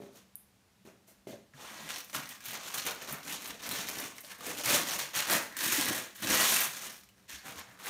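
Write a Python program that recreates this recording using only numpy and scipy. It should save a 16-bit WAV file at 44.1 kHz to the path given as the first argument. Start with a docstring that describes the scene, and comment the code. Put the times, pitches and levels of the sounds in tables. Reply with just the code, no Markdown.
"""Unwrapping a cardboard box.

Fingers tap an empty box on a table in a small room; thin paper is picked at, torn and crumpled off it.
Creases buckle in dense swarms of tiny clicks with louder snaps among them. The sheet flaps, the walls
boom under the hands, the box thuds on the table."""
import sys
import numpy as np
from scipy import signal
from scipy.fft import rfft, irfft
from scipy.io import wavfile

SR = 44100
rng = np.random.default_rng(int(sys.argv[2]) if len(sys.argv) > 2 else 0)


def wrap_up_sound(samples):
    """Save the sound to the file named by the first command line argument, as 16-bit audio."""
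    columns = np.atleast_2d(samples).T
    # keep every value between -1 and 1, then stretch to whole-number steps
    tamed = np.clip(columns, -1, 1)
    steps = np.round(tamed * 32767).astype(np.int16)
    wavfile.write(sys.argv[1], SR, steps)


N = 347949
STEP = 32   # samples per slow-control point

# room noise spectrum: freq_hz, density_db
HUM_SPECTRUM = [(15, -62), (25, -29), (50, -14), (91, -10), (133, -7), (165, -28), (184, 1), (205, -6),
                (235, -15), (324, -18.5), (2890, -26), (4950, -28), (5980, -29), (15800, -36)]
# notches from the table echo at the microphone: centre_hz, width_hz, depth (0-1)
TABLE_NOTCHES = [(4940, 320, 0.37), (7570, 700, 0.29), (10350, 460, 0.65)]
# thin double tick: start_s, level_db
TICKS = [(.3554, -15.5), (.3561, -13.5)]
# box shifting on the table: start_s, level_db, pitch_hz
THUDS = [(1.27, -49, 146), (1.54, -45, 141), (1.824, -43, 165), (2.162, -41.5, 139), (2.477, -47, 113),
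         (2.762, -46, 135), (3.109, -39.5, 138), (3.5, -53, 50), (3.695, -48, 124), (4.655, -39, 121),
         (4.728, -32, 159.5), (5.012, -47, 145), (5.156, -45, 139), (5.88, -35, 121), (6.233, -42, 117),
         (6.672, -47, 144), (7.328, -51, 67), (7.478, -45.5, 127), (7.563, -49, 83.6), (7.68, -50, 121)]
# cardboard wall modes: pitch_hz, level_db, t60_s
WALL_MODES = [(213, -14.5, 0.18), (270, -16, 0.14), (340, -15, 0.084), (401, 0.5, 0.086), (506, -8, 0.11),
              (574, -6, 0.076), (649, -5, 0.1), (810, -15, 0.1), (2100, 17, 0.056), (2300, -16, .04)]
# fingers landing on the box: start_s, level_db, lowpass_hz
TAPS = [(.002, -41.5, 600), (.021, -39, 596), (.037, -41, 600), (0.052, -52, 590), (0.077, -58, 710),
        (.092, -53, 700), (.852, -46, 500), (.875, -47, 496), (0.93, -59, 450), (1.085, -58.5, 1200),
        (1.271, -35.5, 890), (1.293, -42, 1010), (1.329, -42, 900), (1.551, -56, 300)]
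# spectrum of the handled box: freq_hz, density_db
BOOM_SPECTRUM = [(24, -57), (40, -83), (115, -26), (161, -7), (194, 0), (312, 1.5), (350, -6.5), (392, -8),
                 (578, -1.5), (800, -12.5), (1040, -34), (1760, -120)]
# paper spectrum: freq_hz, density_db
PAPER_SPECTRUM = [(410, -36), (700, -5), (1790, -5.5), (2430, -3.5), (3750, -6.5), (5020, -9.5),
                  (6450, -1.5), (9220, -10), (10300, -5), (11900, -11.5), (15000, -8), (15900, -24.5),
                  (16500, -31)]
# hands sliding (0) to creases breaking (1): time_s, crispness
CRISPNESS = [(0, 0.3), (1.87, 0.02), (1.89, 0.98), (7.27, 1.0), (7.285, 0.46), (7.42, 0.3), (7.44, 0.78),
             (7.89, 0.9)]
# pulls, rubs and squeezes: start_s, swell_s, hold_s, crackle_db, fizz_db, flap_db, boom_db, taut_db,
# boom_hz; fizz to taut are relative to crackle
PULLS = [(0.0, 0.003, 0.056, -66, -3, -2, 13, -8, 360), (0.106, 0.057, 0.01, -61, 0.5, -5, -2, -20.2, 440),
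         (0.849, 0.0025, 0.027, -64.5, -1.5, 2.5, 8.5, -14, 308),
         (1.068, 0.012, 0.02, -67, 7, -2.5, -5, -16, 457),
         (1.269, 0.0047, 0.041, -57, -2, -10, 7.5, -8.1, 415),
         (1.534, 0.073, 0.33, -51.5, -4, -1.5, -8, -8, 297),
         (1.886, 0.012, 0.071, -49, -2.5, -6.5, -9, -27, 290),
         (2.067, 0.031, 0.0023, -58, 5.5, -6, -9, -18.2, 240),
         (2.13, 0.024, 0.0022, -39.5, -1.5, 0, -6, -19, 303),
         (2.23, 0.082, 0.028, -53.5, -0.3, -6, -13, -3, 260),
         (2.413, 0.066, 0.056, -47.5, -5, -6, -11.4, -15, 360),
         (2.492, 0.037, 0.037, -45.5, -18, -2, -11.7, -17.9, 440),
         (2.587, 0.084, 0.036, -45.5, -2.5, -4.2, -13, -16.5, 390),
         (2.738, 0.0035, 0.0022, -41, 4, -0.5, -5.5, -20, 308),
         (2.773, 0.0074, 0.014, -40.5, -5, -11, -15, -20, 320),
         (2.847, 0.024, 0.002, -39, -4.5, -1.5, -4.5, -18.2, 430),
         (2.903, 0.005, 0.014, -49.5, -10, -3, -5, -3, 350),
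         (2.998, 0.021, 0.011, -47, -6, -2, -5.5, -18, 510),
         (3.069, 0.02, 0.052, -47, -1, 1.5, -4, -16, 403),
         (3.229, 0.048, 0.069, -44, -2.5, -4.5, -7.8, -25, 316),
         (3.411, 0.019, 0.034, -47.9, -1, -4.5, -10.5, -15, 344),
         (3.489, 0.012, 0.002, -48.5, -5, -5, -0.5, -9, 230),
         (3.593, 0.081, 0.15, -42.5, -3, -3.5, -6.5, -13, 384),
         (3.846, 0.039, 0.003, -40.5, -1, -5.5, -8, -19.4, 350),
         (3.912, 0.076, 0.07, -45.0, -2.5, -4, -5.5, -18, 383),
         (4.153, 0.012, 0.002, -54.5, 2, -3, -11.5, -17, 490),
         (4.23, 0.011, 0.005, -55.5, 2.5, -5, -2, -17.2, 300),
         (4.277, 0.039, 0.002, -51.5, -0.5, -0.5, -13, -5, 480),
         (4.387, 0.092, 0.038, -45, -1.5, -1.5, -3.5, -12, 437),
         (4.568, 0.023, 0.009, -39, -4, -8.5, -8, -26, 360),
         (4.635, 0.064, 0.067, -30.5, 0.2, -4, -7.5, -17, 350),
         (4.859, 0.029, 0.068, -39.5, -1.5, -3, -7.5, -11, 460),
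         (4.987, 0.004, 0.021, -39.5, -1.5, -5, -13, -25, 500),
         (5.134, 0.034, 0.033, -34, -2, -4, -15, -10, 414),
         (5.269, 0.052, 0.022, -32, 2, -0.2, -6.2, -5.5, 460),
         (5.509, 0.013, 0.051, -57.6, -9, -3, -10.5, 7.5, 350),
         (5.565, 0.06, 0.146, -36.6, 2, -9.5, -10, -6.5, 330),
         (5.72, 0.0037, 0.17, -35.5, -1, -7.5, -8, -5.5, 315),
         (5.898, 0.032, 0.053, -43, 3.7, -2.5, -4.5, -6, 370),
         (5.983, 0.013, 0.033, -46.5, -3, -6, -12.5, -18, 340),
         (6.146, 0.061, 0.0022, -50, -1.4, -11, -10, -3, 300),
         (6.22, 0.0048, 0.09, -42.5, -1, -5.5, -1, -5.7, 360),
         (6.268, 0.037, 0.11, -32, 0.5, -4, -7, -8, 420), (6.37, 0.038, 0.16, -31, 2, -6, -17.5, -14, 473),
         (6.577, 0.041, 0.032, -37, 3, -6.5, -16.5, -11, 480),
         (6.721, 0.015, 0.14, -47.5, 0.2, -4.5, -9.6, -15, 390),
         (6.902, 0.02, 0.044, -57.5, 2, -8, -15, -11, 320),
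         (7.12, 0.056, 0.076, -73, -2, -1.5, -3, -12, 270),
         (7.28, 0.014, 0.064, -48, -4, -12, -20, -6.5, 260),
         (7.429, 0.028, 0.046, -50.2, -1.5, 0.5, -4.5, -18, 300),
         (7.552, 0.022, 0.011, -50, -5.6, 0.5, -10, -14.8, 390),
         (7.662, 0.029, 0.081, -65, -2, 5, -5, 0, 260), (7.789, 0.086, 0.048, -45.5, 0, 0.8, -9, -9, 372)]
# loudest creases: start_s, level_db, pitch_hz, treble_db (relative to level)
SNAPS = [(1.5374, -33, 1780, -21), (1.8905, -22.5, 4300, -23), (1.9054, -17.5, 3670, -29),
         (1.937, -26, 6070, -23), (1.9424, -22.5, 6060, -26), (1.9604, -19.5, 6300, -25),
         (1.9829, -23, 6140, -17), (2.0047, -24, 6100, -16), (2.0976, -31, 6160, -18),
         (2.13, -31, 2920, -18), (2.148, -17, 1430, -16), (2.257, -29, 6090, -20), (2.2744, -40, 1860, -11),
         (2.2913, -26.5, 6700, -12), (2.3094, -32, 3330, -10), (2.406, -32, 2430, -17.5),
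         (2.4389, -33, 1370, -13), (2.4504, -31, 1410, -13), (2.4566, -27.5, 2410, -6),
         (2.5077, -24.5, 3760, -13), (2.5416, -29, 2410, -8), (2.6509, -37, 6310, -15),
         (2.7414, -28, 2380, -22), (2.7784, -32, 6420, -16), (2.7844, -30, 2710, -18),
         (2.8214, -37, 2350, -9), (2.853, -27, 2480, -7), (2.8654, -14, 3660, -14.5),
         (2.9096, -21, 1460, -15), (3.02, -32, 2530, -12), (3.0859, -38, 1810, -17), (3.25, -34, 2450, -19),
         (3.2634, -34, 1520, -16), (3.2844, -26, 3180, -19), (3.3042, -26, 2300, -12),
         (3.4366, -35, 2120, -13), (3.4585, -23.5, 3850, -16), (3.4986, -31, 1890, -16),
         (3.5423, -33, 4020, -20), (3.6341, -36, 1020, -18), (3.6642, -22, 2010, -15),
         (3.7127, -14.5, 4210, -15.5), (3.7524, -22, 2070, -18), (3.7874, -24, 1970, -15),
         (3.8871, -18.5, 2480, -14), (3.933, -25, 6310, -15), (3.9544, -28, 2090, -11),
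         (3.9855, -19.5, 5940, -17), (3.9994, -22, 1940, -9), (4.0387, -27, 2520, -19),
         (4.1828, -25.5, 2240, -24), (4.2472, -30, 5200, -16), (4.3057, -31, 1710, -24),
         (4.4076, -26.5, 1210, -22), (4.465, -18.5, 2440, -16), (4.5504, -29, 2590, -14),
         (4.579, -25.5, 5860, -14), (4.5885, -25, 6970, -22), (4.5955, -24, 2430, -16),
         (4.6378, -20, 3020, -16), (4.6585, -12.5, 2170, -14), (4.706, -14, 2760, -10),
         (4.75, -12, 5850, -16), (4.87, -20, 1900, -16), (4.887, -19, 6500, -18),
         (4.9096, -16.5, 6080, -21.5), (4.9886, -21.5, 1080, -8), (5.053, -29, 2450, -17),
         (5.1372, -35, 2920, -17), (5.1575, -18, 6640, -12), (5.2774, -21, 3530, -15),
         (5.2987, -12, 1450, -18), (5.3092, -16.5, 1810, -7), (5.5245, -36, 1770, -12),
         (5.548, -40, 1830, -23), (5.568, -19.5, 1580, -12.5), (5.5914, -18.5, 1940, -21),
         (5.608, -15, 6380, -23), (5.6384, -18, 3380, -15), (5.6585, -16, 6480, -10),
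         (5.7237, -14, 1480, -9), (5.8314, -29, 2390, -14), (6.158, -36, 1710, -15),
         (6.1993, -37, 1800, -12), (6.222, -27, 1790, -9), (6.257, -26, 1660, -14),
         (6.2722, -14.5, 1770, -20), (6.3036, -22, 5810, -12), (6.3474, -15, 1750, -8),
         (6.399, -21, 1990, -24), (6.414, -14, 4470, -23), (6.4388, -7.5, 4000, -23),
         (6.5554, -20, 6710, -14), (6.6051, -19.5, 1690, -1.5), (6.7714, -26, 2730, -19),
         (6.8331, -26, 1360, -15), (6.8604, -29, 2100, -14), (7.0354, -41, 5870, -14),
         (7.089, -40, 3000, -18), (7.181, -49, 1960, -19), (7.2838, -41, 2000, -20),
         (7.3314, -27.5, 2190, -14), (7.4425, -42, 1870, -16), (7.4817, -30, 2380, -14),
         (7.5576, -30, 1020, -18), (7.6123, -30, 1020, -28), (7.794, -42, 1500, -10),
         (7.8366, -37, 1610, -13), (7.859, -27, 1750, -8)]


def from_db(db):
    """Decibels to gain."""
    return 10 ** (np.asarray(db) / 20)


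def decay(t, t60_s):
    """Exponential fade, 60 dB in t60_s."""
    return from_db(-60 * t / t60_s)


def unit_rms(x):
    """Scale to rms 1."""
    return x / np.sqrt(np.mean(x ** 2) + 1e-20)


def high_pass(x, hz, order=4):
    """Butterworth high-pass."""
    return signal.sosfilt(signal.butter(order, hz, "high", fs=SR, output="sos"), x)


def spectrum_db(spectrum, hz):
    """Read a spectrum on a log-frequency axis."""
    freq_hz, density_db = np.transpose(spectrum)
    return np.interp(np.log(hz), np.log(freq_hz), density_db)


def per_sample(control):
    """Slow control to audio rate."""
    return np.interp(np.arange(N) / STEP, np.arange(len(control)), control)


def drift(rate_hz):
    """Slow random control, rms 1."""
    r = np.exp(-2 * np.pi * rate_hz * STEP / SR)
    noise = rng.standard_normal(N // STEP + 2002)
    return unit_rms(signal.lfilter([1], [1, -2 * r, r * r], noise)[2000:])


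def ring(clicks, hz, t60_s):
    """Resonator: a unit click starts a decaying unit sine."""
    r, w = decay(1 / SR, t60_s), 2 * np.pi * hz / SR
    return signal.lfilter([0, np.sin(w)], [1, -2 * r * np.cos(w), r * r], clicks + 1e-18)


def room_hum(level_db=-66.5):
    """Steady room noise, mostly low."""
    hz = np.maximum(np.arange(N // 2 + 1) * SR / N, 1)
    shaped = rfft(rng.standard_normal(N)) * from_db(spectrum_db(HUM_SPECTRUM, hz))
    return from_db(level_db) * unit_rms(irfft(shaped, N))


def room_echoes(x, t60_s=0.43, level_db=-9, patterns_per_s=1.368):
    """Diffuse, slightly dull echoes; the pattern changes as hands and sheet move."""
    t, out = np.arange(SR // 3) / SR, 0
    turn = np.arange(N) / SR * patterns_per_s
    for k in range(3):
        tail = rng.standard_normal(len(t)) * decay(t, t60_s) * (t > .003)
        tail = signal.lfilter([1], [1, -.3], tail)
        share = np.sqrt(2 / 3) * np.cos(np.pi * (turn - k) / 3)
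        out += signal.oaconvolve(share * x, tail / np.sqrt(np.sum(tail ** 2)))[:N]
    return from_db(level_db) * out


def table_echo(x):
    """The table-top reflection partly cancels three treble bands."""
    for hz, width_hz, depth in TABLE_NOTCHES:
        x = x - depth * signal.lfilter(*signal.iirpeak(hz, hz / width_hz, fs=SR), x)
    return x


def tick():
    """Two top-octave clicks and a thin fading hiss."""
    clicks, since_s = np.zeros(N), np.arange(N) / SR - TICKS[0][0]
    for start_s, level_db in TICKS:
        clicks[round(start_s * SR)] = from_db(level_db)
    hiss = rng.standard_normal(N) * (since_s >= 0) * from_db(-46) * decay(abs(since_s), .3)
    hiss = signal.lfilter([.75, .75], [1], hiss)
    band = signal.butter(5, [9100, 14600], "band", fs=SR, output="sos")
    return signal.sosfilt(band, clicks + hiss) + .05 * high_pass(clicks, 2800)


def box_thuds():
    """The box shifts on the table: a low tone swells fast and rings out."""
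    t = np.arange(SR // 4) / SR
    out = np.zeros(N + len(t))
    envelope = (1 - np.exp(-t / 0.01)) * decay(t, 0.17)
    for start_s, level_db, hz in THUDS:
        at = round(start_s * SR)
        out[at:at + len(t)] += from_db(level_db) * envelope * np.sin(2 * np.pi * hz * t)
    return out[:N]


def finger_taps(spread_db=3):
    """A fingertip strikes the wall modes unevenly; a soft touch spares the high ones."""
    start_s, level_db, lowpass_hz = np.transpose(TAPS)
    at = np.round(start_s * SR).astype(int)
    out, uneven_db = np.zeros(N), rng.normal(-3, spread_db, (len(TAPS), len(WALL_MODES)))
    for (hz, mode_db, t60_s), strike_db in zip(WALL_MODES, uneven_db.T):
        clicks = np.zeros(N)
        clicks[at] = from_db(level_db + mode_db + strike_db) / (1 + (hz / lowpass_hz) ** 4)
        out += ring(clicks, hz, t60_s)
    return high_pass(out, 110, order=2)


def crispness(time_s):
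    """How cleanly creases break, 0-1."""
    return np.interp(time_s, *np.transpose(CRISPNESS))


def pull_level_db(offset_db=0, release_db_per_s=196.5, onset_db=-12):
    """Power sum of all pulls; each sets in below its top, swells, holds and dies away."""
    start_s, swell_s, hold_s, top_db = np.transpose(PULLS)[:4, :, None]
    since_s = np.arange(N // STEP + 2) * STEP / SR - start_s
    rub_db = -4 * (1 - crispness(start_s))   # a sliding hand sets in softer
    rise_db = (onset_db + rub_db) * np.clip(1 - since_s / swell_s, 0, 1)
    fall_db = release_db_per_s * np.maximum(since_s - swell_s - hold_s, 0)
    power = (since_s >= 0) * from_db(top_db + np.reshape(offset_db, (-1, 1)) + rise_db - fall_db) ** 2
    return per_sample(10 * np.log10(power.sum(axis=0) + 1e-12))


def grains(clumps_db, per_s, spread_db, range_hz, t60_cycles, favoured_hz=1300, lift_db=0,
           spectrum=PAPER_SPECTRUM, pitches=12):
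    """Clumped, uneven ringing clicks, rms 1; each pitch comes and goes as the sheet changes shape."""
    sizes = from_db(spread_db * np.minimum(rng.exponential(1, N), 5)) * np.sign(rng.random(N) - .5)
    clicks = sizes * (rng.random(N) < per_s * from_db(clumps_db) / SR)
    pitch_index, out = rng.integers(0, pitches, N), 0
    steps = np.minimum(np.arange(N // STEP + 2) * STEP, N - 1)
    favoured_hz = np.broadcast_to(favoured_hz, N)[steps]
    for k, hz in enumerate(np.geomspace(*range_hz, pitches)):
        band = unit_rms(ring(clicks * (pitch_index == k), hz, t60_cycles / hz))
        shape_db = lift_db * np.exp(-(np.log2(hz / favoured_hz) / 0.35) ** 2) + 2.47 * drift(10.7)
        gain = from_db(spectrum_db(spectrum, hz) + shape_db) * np.sqrt(hz)   # higher rings are wider
        out += band * per_sample(gain)
    return unit_rms(high_pass(out, 0.61 * range_hz[0]))


def crease_flips(per_s=150):
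    """Creases flipping in one go: bare wideband clicks."""
    clicks = (rng.random(N) < per_s / SR) * rng.standard_normal(N)
    sizes = from_db(2.6 * np.minimum(rng.exponential(1, N), 3))
    return high_pass(clicks * sizes, 2100, order=2)


def rustle(crackle_db, crisp):
    """Small creases crackle and fizz, the loose sheet flaps, a taut patch rings, the box booms."""
    fizz_db, flap_db, boom_db, taut_db, boom_hz = np.transpose(PULLS)[4:]
    # the strongest pull sets the boom's pitch
    favoured_boom_hz = from_db(pull_level_db(20 * np.log10(boom_hz)) - crackle_db) + 1
    # one buckling crease sets off its neighbours; in a hard pull the swarms merge
    swarm = crisp * per_sample(drift(60)) * np.clip(-(crackle_db + 19) / 24, .3, 1.3)
    crackle = grains(4 * swarm, per_s=5000, spread_db=0.39, range_hz=(2360, 6850), t60_cycles=14.3,
                     favoured_hz=3960, lift_db=3.1)
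    fizz = grains(4 * swarm, per_s=7000, spread_db=1.8, range_hz=(7480, 16600), t60_cycles=6.1,
                  favoured_hz=12000, lift_db=.1)
    flap = grains(3 * swarm, per_s=2500, spread_db=1.46, range_hz=(753, 2270), t60_cycles=7.3,
                  favoured_hz=1300, lift_db=2)
    taut = grains(3 * swarm, per_s=900, spread_db=1.8, range_hz=(1653, 1940), t60_cycles=23, pitches=3)
    boom = grains(3 * per_sample(drift(30)), per_s=1400, spread_db=3.3, range_hz=(107.8, 692),
                  t60_cycles=18.2, favoured_hz=favoured_boom_hz, lift_db=3.5, spectrum=BOOM_SPECTRUM)
    return (crackle * from_db(crackle_db)
            + fizz * from_db(pull_level_db(fizz_db, release_db_per_s=244, onset_db=-14.5))
            + flap * from_db(pull_level_db(flap_db, release_db_per_s=169, onset_db=-13))
            + taut * from_db(pull_level_db(taut_db, release_db_per_s=169))
            + boom * from_db(pull_level_db(boom_db, release_db_per_s=168, onset_db=-13))
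            + crease_flips() * crisp * from_db(crackle_db + 17.5))


def small_snap_rows(crackle_db, crisp, max_per_s=14):
    """Random lesser snaps that follow the pull's level; columns as in SNAPS."""
    at = np.flatnonzero(rng.random(N) < crisp * max_per_s / SR)
    strength, thinness, pitch = rng.standard_normal((len(at), 3)).T
    level_db = crackle_db[at] + 16.5 + 3 * np.minimum(strength, 1)
    pitch_hz = np.clip(2800 * 2 ** (.8 * pitch), 900, 7500)
    treble_db = -23 + 11 * thinness
    return np.transpose([at / SR, level_db, pitch_hz, treble_db])


def snaps(rows):
    """A crease cracks, rings briefly and sets off a fading run of crackle; thin creases add treble."""
    size = SR // 10
    body, treble, t = np.zeros(N + size), np.zeros(N + size), np.arange(size) / SR
    for start_s, level_db, hz, treble_db in rows:
        noise = rng.standard_normal(size)
        tone = np.sin(2 * np.pi * hz * t) * decay(t, 32 / hz)
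        spike = np.sign(noise) * decay(t, .002)
        run = .5 * noise * (1 - np.exp(-t / 0.00095)) * decay(t, 0.067)
        crack = np.sign(noise) * decay(t, 0.0022) + run
        pitched_run = unit_rms(ring(noise, hz, 36 / hz)) * decay(t, .06)
        crisp = crispness(start_s)   # a scuff has little crack
        bite = crisp * (0.33 * crack + .45 * spike)
        at = round(start_s * SR)
        body[at:at + size] += from_db(level_db) * (0.16 * tone + bite + 0.068 * pitched_run)
        treble[at:at + size] += from_db(level_db + treble_db) * 2.24 * crisp * crack
    body = signal.sosfilt(signal.butter(2, [900, 7500], "band", fs=SR, output="sos"), body)
    return (body + high_pass(treble, 9400))[:N]


def scene():
    """Paper and box with their echoes, a dry tick and room noise; mono."""
    crackle_db, crisp = pull_level_db(), crispness(np.arange(N) / SR)
    direct = rustle(crackle_db, crisp) + snaps(SNAPS) + finger_taps() + box_thuds()
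    direct += snaps(small_snap_rows(crackle_db, crisp))
    return (table_echo(direct + room_echoes(direct)) + room_hum() + tick())[None]


def record(dry, low_hz=29, stop_hz=16250):
    """The microphone drops the deep bass; the top is cut steeply."""
    low_pass = signal.cheby2(16, 70, stop_hz, fs=SR, output="sos")
    return signal.sosfilt(low_pass, high_pass(dry, low_hz, order=2))


dry = scene()
out = record(dry)
wrap_up_sound(out)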